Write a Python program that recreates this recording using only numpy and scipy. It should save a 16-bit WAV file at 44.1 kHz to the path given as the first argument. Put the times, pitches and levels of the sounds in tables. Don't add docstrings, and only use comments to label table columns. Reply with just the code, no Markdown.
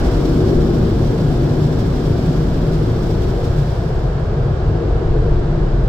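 import sys
import numpy as np
from scipy import signal
from scipy.fft import rfft
from scipy.io import wavfile
from scipy.ndimage import uniform_filter1d

SR = 44100
rng = np.random.default_rng(int(sys.argv[2]) if len(sys.argv) > 2 else 0)


def log_audio(samples):
    frames = np.atleast_2d(samples).T
    limited = np.clip(frames, -1, 1)
    pcm = np.round(limited * 32767).astype(np.int16)
    wavfile.write(sys.argv[1], SR, pcm)


def magnitude_from_level(level_db):
    exponent = np.asarray(level_db, float) / 20
    return 10 ** exponent


N = 259308
TIME = np.arange(N) / SR

# (frequency [Hz], likeness [0-1], left lead [rad], left minus right [dB])
PORTS = [(43, .998, -.12, .4), (150, .998, 0, 1), (200, .985, 0, .7), (270, .89, .37, 1.5),
         (315, .85, .35, 4.8), (430, .9, .2, 3.9), (520, .65, .15, 2), (1070, .5, .6, .8),
         (1300, .27, .4, -1.5), (1690, .37, 2.2, -5.5), (2200, .1, .5, -.4), (4900, .16, 1.8, -2.4),
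         (7500, .04, 2, -.2), (14000, .07, 3.1, 3)]
# (frequency [Hz], level [dB per Hz])
PLAIN_AIR = [(10, 0), (20000, 0)]
# (time [s], share [0-1])
PAST_JETS = [
    (0, 0.43),
    (2.5, 0.22),
    (3.9, 0.91),
    (5.88, 1),
]
# (time [s], level [dB])
JET_FORCE = [(0, -20), (.5, -14.5), (.9, -18), (1.25, -21), (1.45, -18.5), (1.95, -21), (2.2, -20),
             (2.7, -22), (3.45, -23), (3.9, -29), (4.3, -26), (5.1, -23), (5.88, -24.5)]
# (frequency [Hz], level [dB per Hz])
GLASS = [(300, -41), (480, -23), (560, -23.5), (690, -23.5), (800, -29.5), (1150, -33.5), (1690, -36),
         (1830, -43), (2600, -48), (3100, -47), (5100, -51.5), (6200, -59), (7700, -62), (11000, -79)]
# (frequency [Hz], level [dB per Hz])
RUMBLE = [(15, -28.5), (30, -0.5), (57, 5.5), (75, 4), (100, 1.5), (170, -1), (195, -5), (280, -13.5),
          (450, -7), (900, -81.5), (2000, -130)]
# (frequency [Hz], width [Hz], level
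# under the jets [dB], level past them [dB])
PANELS = [(99.5, 12, -17, 7.5), (189, 36, 1.5, -21.5), (237.3, 63, 5.5, -5), (288.7, 59, 1, -8.5),
          (344.8, 61.5, 0, 5.5), (392.6, 51, -1.5, -2.5), (465, 31, -8.5, 2.5), (563, 91, -5, -25.5)]
# (time [s], low mode [Hz], high mode [Hz])
ROOF_HZ = [(0, 125, 147), (.4, 110, 149.7), (.7, 113, 154.4), (1.1, 113, 143.3), (1.4, 133.5, 143),
           (1.9, 130.7, 150.5), (2.5, 133.6, 158.4), (2.9, 116.5, 155.4), (3.6, 116.2, 152.7),
           (4.0, 129, 148), (4.5, 127.5, 139.3), (4.75, 101.6, 146.8), (5.1, 122, 148.7), (5.88, 130, 131)]
# (time [s], peak [dB], length [s])
ROOF_LOW = [(0.27, -21, 0.031), (0.45, -18.5, 0.094), (0.81, -19, 0.04), (0.97, -17, 0.16),
            (1.45, -15.5, 0.078), (1.65, -16.5, 0.088), (1.78, -22, 0.06), (1.91, -22, 0.078),
            (2.11, -17.5, 0.062), (2.44, -23.5, 0.06), (2.7, -24, 0.065), (2.89, -18.5, 0.069),
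            (3.34, -29.5, 0.055), (3.5, -22, 0.11), (3.71, -31, 0.05), (3.82, -23.5, 0.068),
            (4.06, -22, 0.044), (4.22, -21, 0.023), (4.48, -17, 0.071), (4.71, -20, 0.05),
            (4.97, -30, 0.066), (5.21, -18, 0.089), (5.51, -22, 0.06), (5.82, -30, 0.028)]
# (time [s], peak [dB], length [s])
ROOF_HIGH = [(0.4, -17, 0.1), (0.6, -21, 0.14), (0.79, -19, 0.11), (1.07, -19, 0.09), (1.27, -13.5, 0.11),
             (1.48, -29, 0.05), (1.64, -21, 0.16), (1.9, -17.5, 0.078), (2.09, -21.5, 0.074),
             (2.29, -12.5, 0.026), (2.41, -17, 0.05), (2.68, -21, 0.036), (2.78, -16.5, 0.082),
             (3.12, -21, 0.034), (3.6, -14.5, 0.036), (3.88, -25, 0.09), (4.06, -37, 0.05),
             (4.24, -30, 0.094), (4.4, -16, 0.045), (4.68, -21, 0.14), (4.95, -24, 0.05), (5.3, -22, 0.064),
             (5.52, -27, 0.081), (5.77, -32, 0.22)]
# (time [s], peak [dB], length [s])
BOOM_PUMPS = [(0.05, -15, 0.066), (0.18, -15.5, 0.04), (0.29, -22, 0.089), (0.58, -14.5, 0.078),
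              (0.82, -22, 0.06), (1.04, -24.5, 0.13), (1.22, -24, 0.086), (1.38, -22, 0.059),
              (1.53, -30, 0.05), (2.04, -22, 0.06), (2.4, -34, 0.05), (2.58, -19, 0.09), (2.91, -28, 0.091),
              (3.2, -16, 0.051), (3.3, -15.5, 0.035), (3.54, -22, 0.06), (3.74, -33.5, 0.052),
              (3.97, -19, 0.05), (4.08, -19, 0.06), (4.29, -24, 0.07), (4.67, -16, 0.06),
              (4.94, -16, 0.065), (5.1, -13.5, 0.052), (5.19, -15.5, 0.086), (5.35, -14, 0.11),
              (5.75, -16, 0.37)]
# (time [s], pitch [Hz])
BOOM_HZ = [(0, 45.8), (.7, 43.3), (1.1, 38), (2.0, 40.8), (3.4, 37.6), (3.9, 41), (4.6, 44.4), (4.95, 44.2),
           (5.05, 33.3), (5.5, 31.2), (5.88, 35)]
# (time [s], level [dB])
HISS_LEVEL = [(0, -55.5), (.3, -56), (.7, -58.3), (2.0, -58.3), (2.45, -59.2), (3.0, -59.3), (3.7, -60.3),
              (4.0, -66), (4.35, -75), (4.7, -80), (5.88, -84)]
# (frequency [Hz], level [dB per Hz])
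SEALS = [(1200, -25), (2000, -5), (2800, -5.5), (3450, 0), (3900, -3), (5000, -2), (5600, -3), (5900, -8),
         (6900, -11), (7500, -9), (8300, -14), (10700, -19.5), (11700, -17), (15500, -19)]
# (time [s], rise [dB], length [s])
GUSTS = [(0.086, 0.69, 0.024), (0.152, 0.98, 0.011), (0.257, 1.9, 0.0076), (0.295, 1.5, 0.014),
         (0.497, 1, 0.033), (0.754, 0.95, 0.032), (0.904, 0.87, 0.022), (1.064, 1.4, 0.063),
         (1.185, 1.5, 0.013), (1.345, 0.7, 0.027), (1.636, 1.4, 0.019), (1.788, 1.2, 0.036),
         (2.057, 1.3, 0.028), (2.263, 1.9, 0.036), (2.327, 2, 0.024), (2.415, 1.3, 0.028),
         (2.744, 2.3, 0.024), (3.069, 2, 0.022), (3.109, 3.2, 0.019), (3.233, 1.8, 0.022),
         (3.295, 1.3, 0.029), (3.453, 2.9, 0.022), (3.588, 3.1, 0.024), (3.724, 1.1, 0.024),
         (4.009, 1.1, 0.03), (4.196, 1.4, 0.019), (4.238, 1.7, 0.034)]


def evened(x):
    return x / np.sqrt(np.mean(x ** 2) + 1e-20)


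def read(points, hz, column=1):
    points = np.array(points)
    return np.interp(np.log(hz + 1), np.log(points[:, 0] + 1), points[:, column])


def curve(rows, column=1):
    rows = np.array(rows)
    return np.interp(TIME, rows[:, 0], rows[:, column])


def past_jets():
    return np.clip(curve(PAST_JETS), 0, 1)


def bursts(rows, rest_db):
    power = magnitude_from_level(2 * rest_db)
    for start, peak_db, length in rows:
        power = power + magnitude_from_level(2 * peak_db) * np.exp(-((TIME - start) / (0.57 * length)) ** 2)
    return 10 * np.log10(power)


def band_rms(x, lo_hz, hi_hz):
    hz = np.fft.rfftfreq(N, 1 / SR)
    spectrum = rfft(x.mean(0))
    inside = (hz > lo_hz) & (hz < hi_hz)
    return np.sqrt(2 * np.sum(abs(spectrum[inside]) ** 2)) / N


def air(colour, patchy_db, size=1024):
    frames = 4 * N // size + 5
    hz = np.fft.rfftfreq(size, 1 / SR)
    a, b, c, d, patches = rng.standard_normal((frames, len(hz), 5)).T
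    patches = uniform_filter1d(patches, size=12, axis=0)
    patches = evened(uniform_filter1d(patches, size=12, axis=1))
    same = read(PORTS, hz)[:, None]
    left = a + 1j * b
    right = same * left + np.sqrt(1 - same ** 2) * (c + 1j * d)
    lean = magnitude_from_level(read(PORTS, hz, column=3) / 2) * np.exp(0.5j * read(PORTS, hz, column=2))
    lean = lean[:, None]
    strength = magnitude_from_level(read(colour, hz)[:, None] + patchy_db * patches)
    spectrum = np.array([left * lean, right / lean]) * strength
    wind = signal.istft(spectrum, nperseg=size, noverlap=3 * size // 4)[1]
    return wind[:, size // 2:N + size // 2]


def resonate(x, hz, width):
    turn = np.exp(2j * np.pi * np.cumsum(hz * np.ones(N)) / SR)
    r = np.exp(-np.pi * width / SR)
    slow = x / turn
    for _ in range(2):
        slow = signal.lfilter([1 - r], [1, -r], slow)
    return 2 * (turn * slow).real


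def pressed(x, level_db, size):
    x = evened(x)
    power = x.mean(0) ** 2
    for _ in range(2):
        power = uniform_filter1d(power, size=size)
    return magnitude_from_level(level_db) * evened(x / np.sqrt(power + 0.03))


def rumble():
    return pressed(air(RUMBLE, patchy_db=2.5, size=4096), -20.5, size=3000)


def roar():
    wind = air(GLASS, patchy_db=0.23)
    start_db, settle_s = 4.5, 0.17
    level_db = -33.5 + start_db * np.exp(-TIME / settle_s)
    level_db = level_db + 0.056 * (curve(JET_FORCE) + 22)
    return magnitude_from_level(level_db) * wind / band_rms(wind, 600, 1800)


def panels():
    past, push = past_jets(), air(PLAIN_AIR, 0, size=4096)
    ringing, sign = 0, 1
    for hz, width, under_db, after_db in PANELS:
        level_db = under_db + (after_db - under_db) * past
        ringing = ringing + sign * magnitude_from_level(level_db) * evened(resonate(push, hz, width))
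        sign = -sign
    return pressed(ringing, curve(JET_FORCE) - 1.2, size=2500)


def roof():
    past, push = past_jets(), air(PLAIN_AIR, 0, size=4096)
    low = resonate(push, curve(ROOF_HZ), 22.5)
    low_db = bursts(ROOF_LOW, -24 - 1.5 * past) - 0.3
    high = resonate(push, curve(ROOF_HZ, column=2), 16.7)
    high_db = bursts(ROOF_HIGH, -22.5 - 6 * past) - 0.3
    return pressed(low, low_db, size=1500) + pressed(high, high_db, size=1200)


def boom():
    spring = resonate(air(PLAIN_AIR, 0, size=4096), curve(BOOM_HZ), 26)
    return pressed(spring, bursts(BOOM_PUMPS, -24.5) - 0.1, size=1500)


def hiss():
    flutter = rng.standard_normal(N)
    for _ in range(2):
        flutter = uniform_filter1d(flutter, size=700)
    flutter = evened(flutter - uniform_filter1d(flutter, size=5000))
    gusts_db = 0
    for start, rise_db, length in GUSTS:
        gusts_db = gusts_db + rise_db * np.exp(-0.5 * ((TIME - start) / (0.45 * length)) ** 2)
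    level_db = curve(HISS_LEVEL) + 1.7 * gusts_db + 0.9 * flutter - 1.03
    wind = air(SEALS, patchy_db=0.5)
    return magnitude_from_level(level_db) * wind / band_rms(wind, 8500, 15500)


def scene():
    return rumble() + roar() + panels() + roof() + boom() + hiss()


def top_cut(x):
    return signal.sosfilt(signal.butter(12, 15930, fs=SR, output="sos"), x)


def record(dry):
    limited = 2 * np.tanh(dry / 2)
    edge_hz = 15780
    treble_cut = signal.firwin(1023, edge_hz, window=("kaiser", 9), fs=SR)
    mix = signal.oaconvolve(limited, treble_cut[None], "same")
    return top_cut(mix)


dry = scene()
out = record(dry)
log_audio(out)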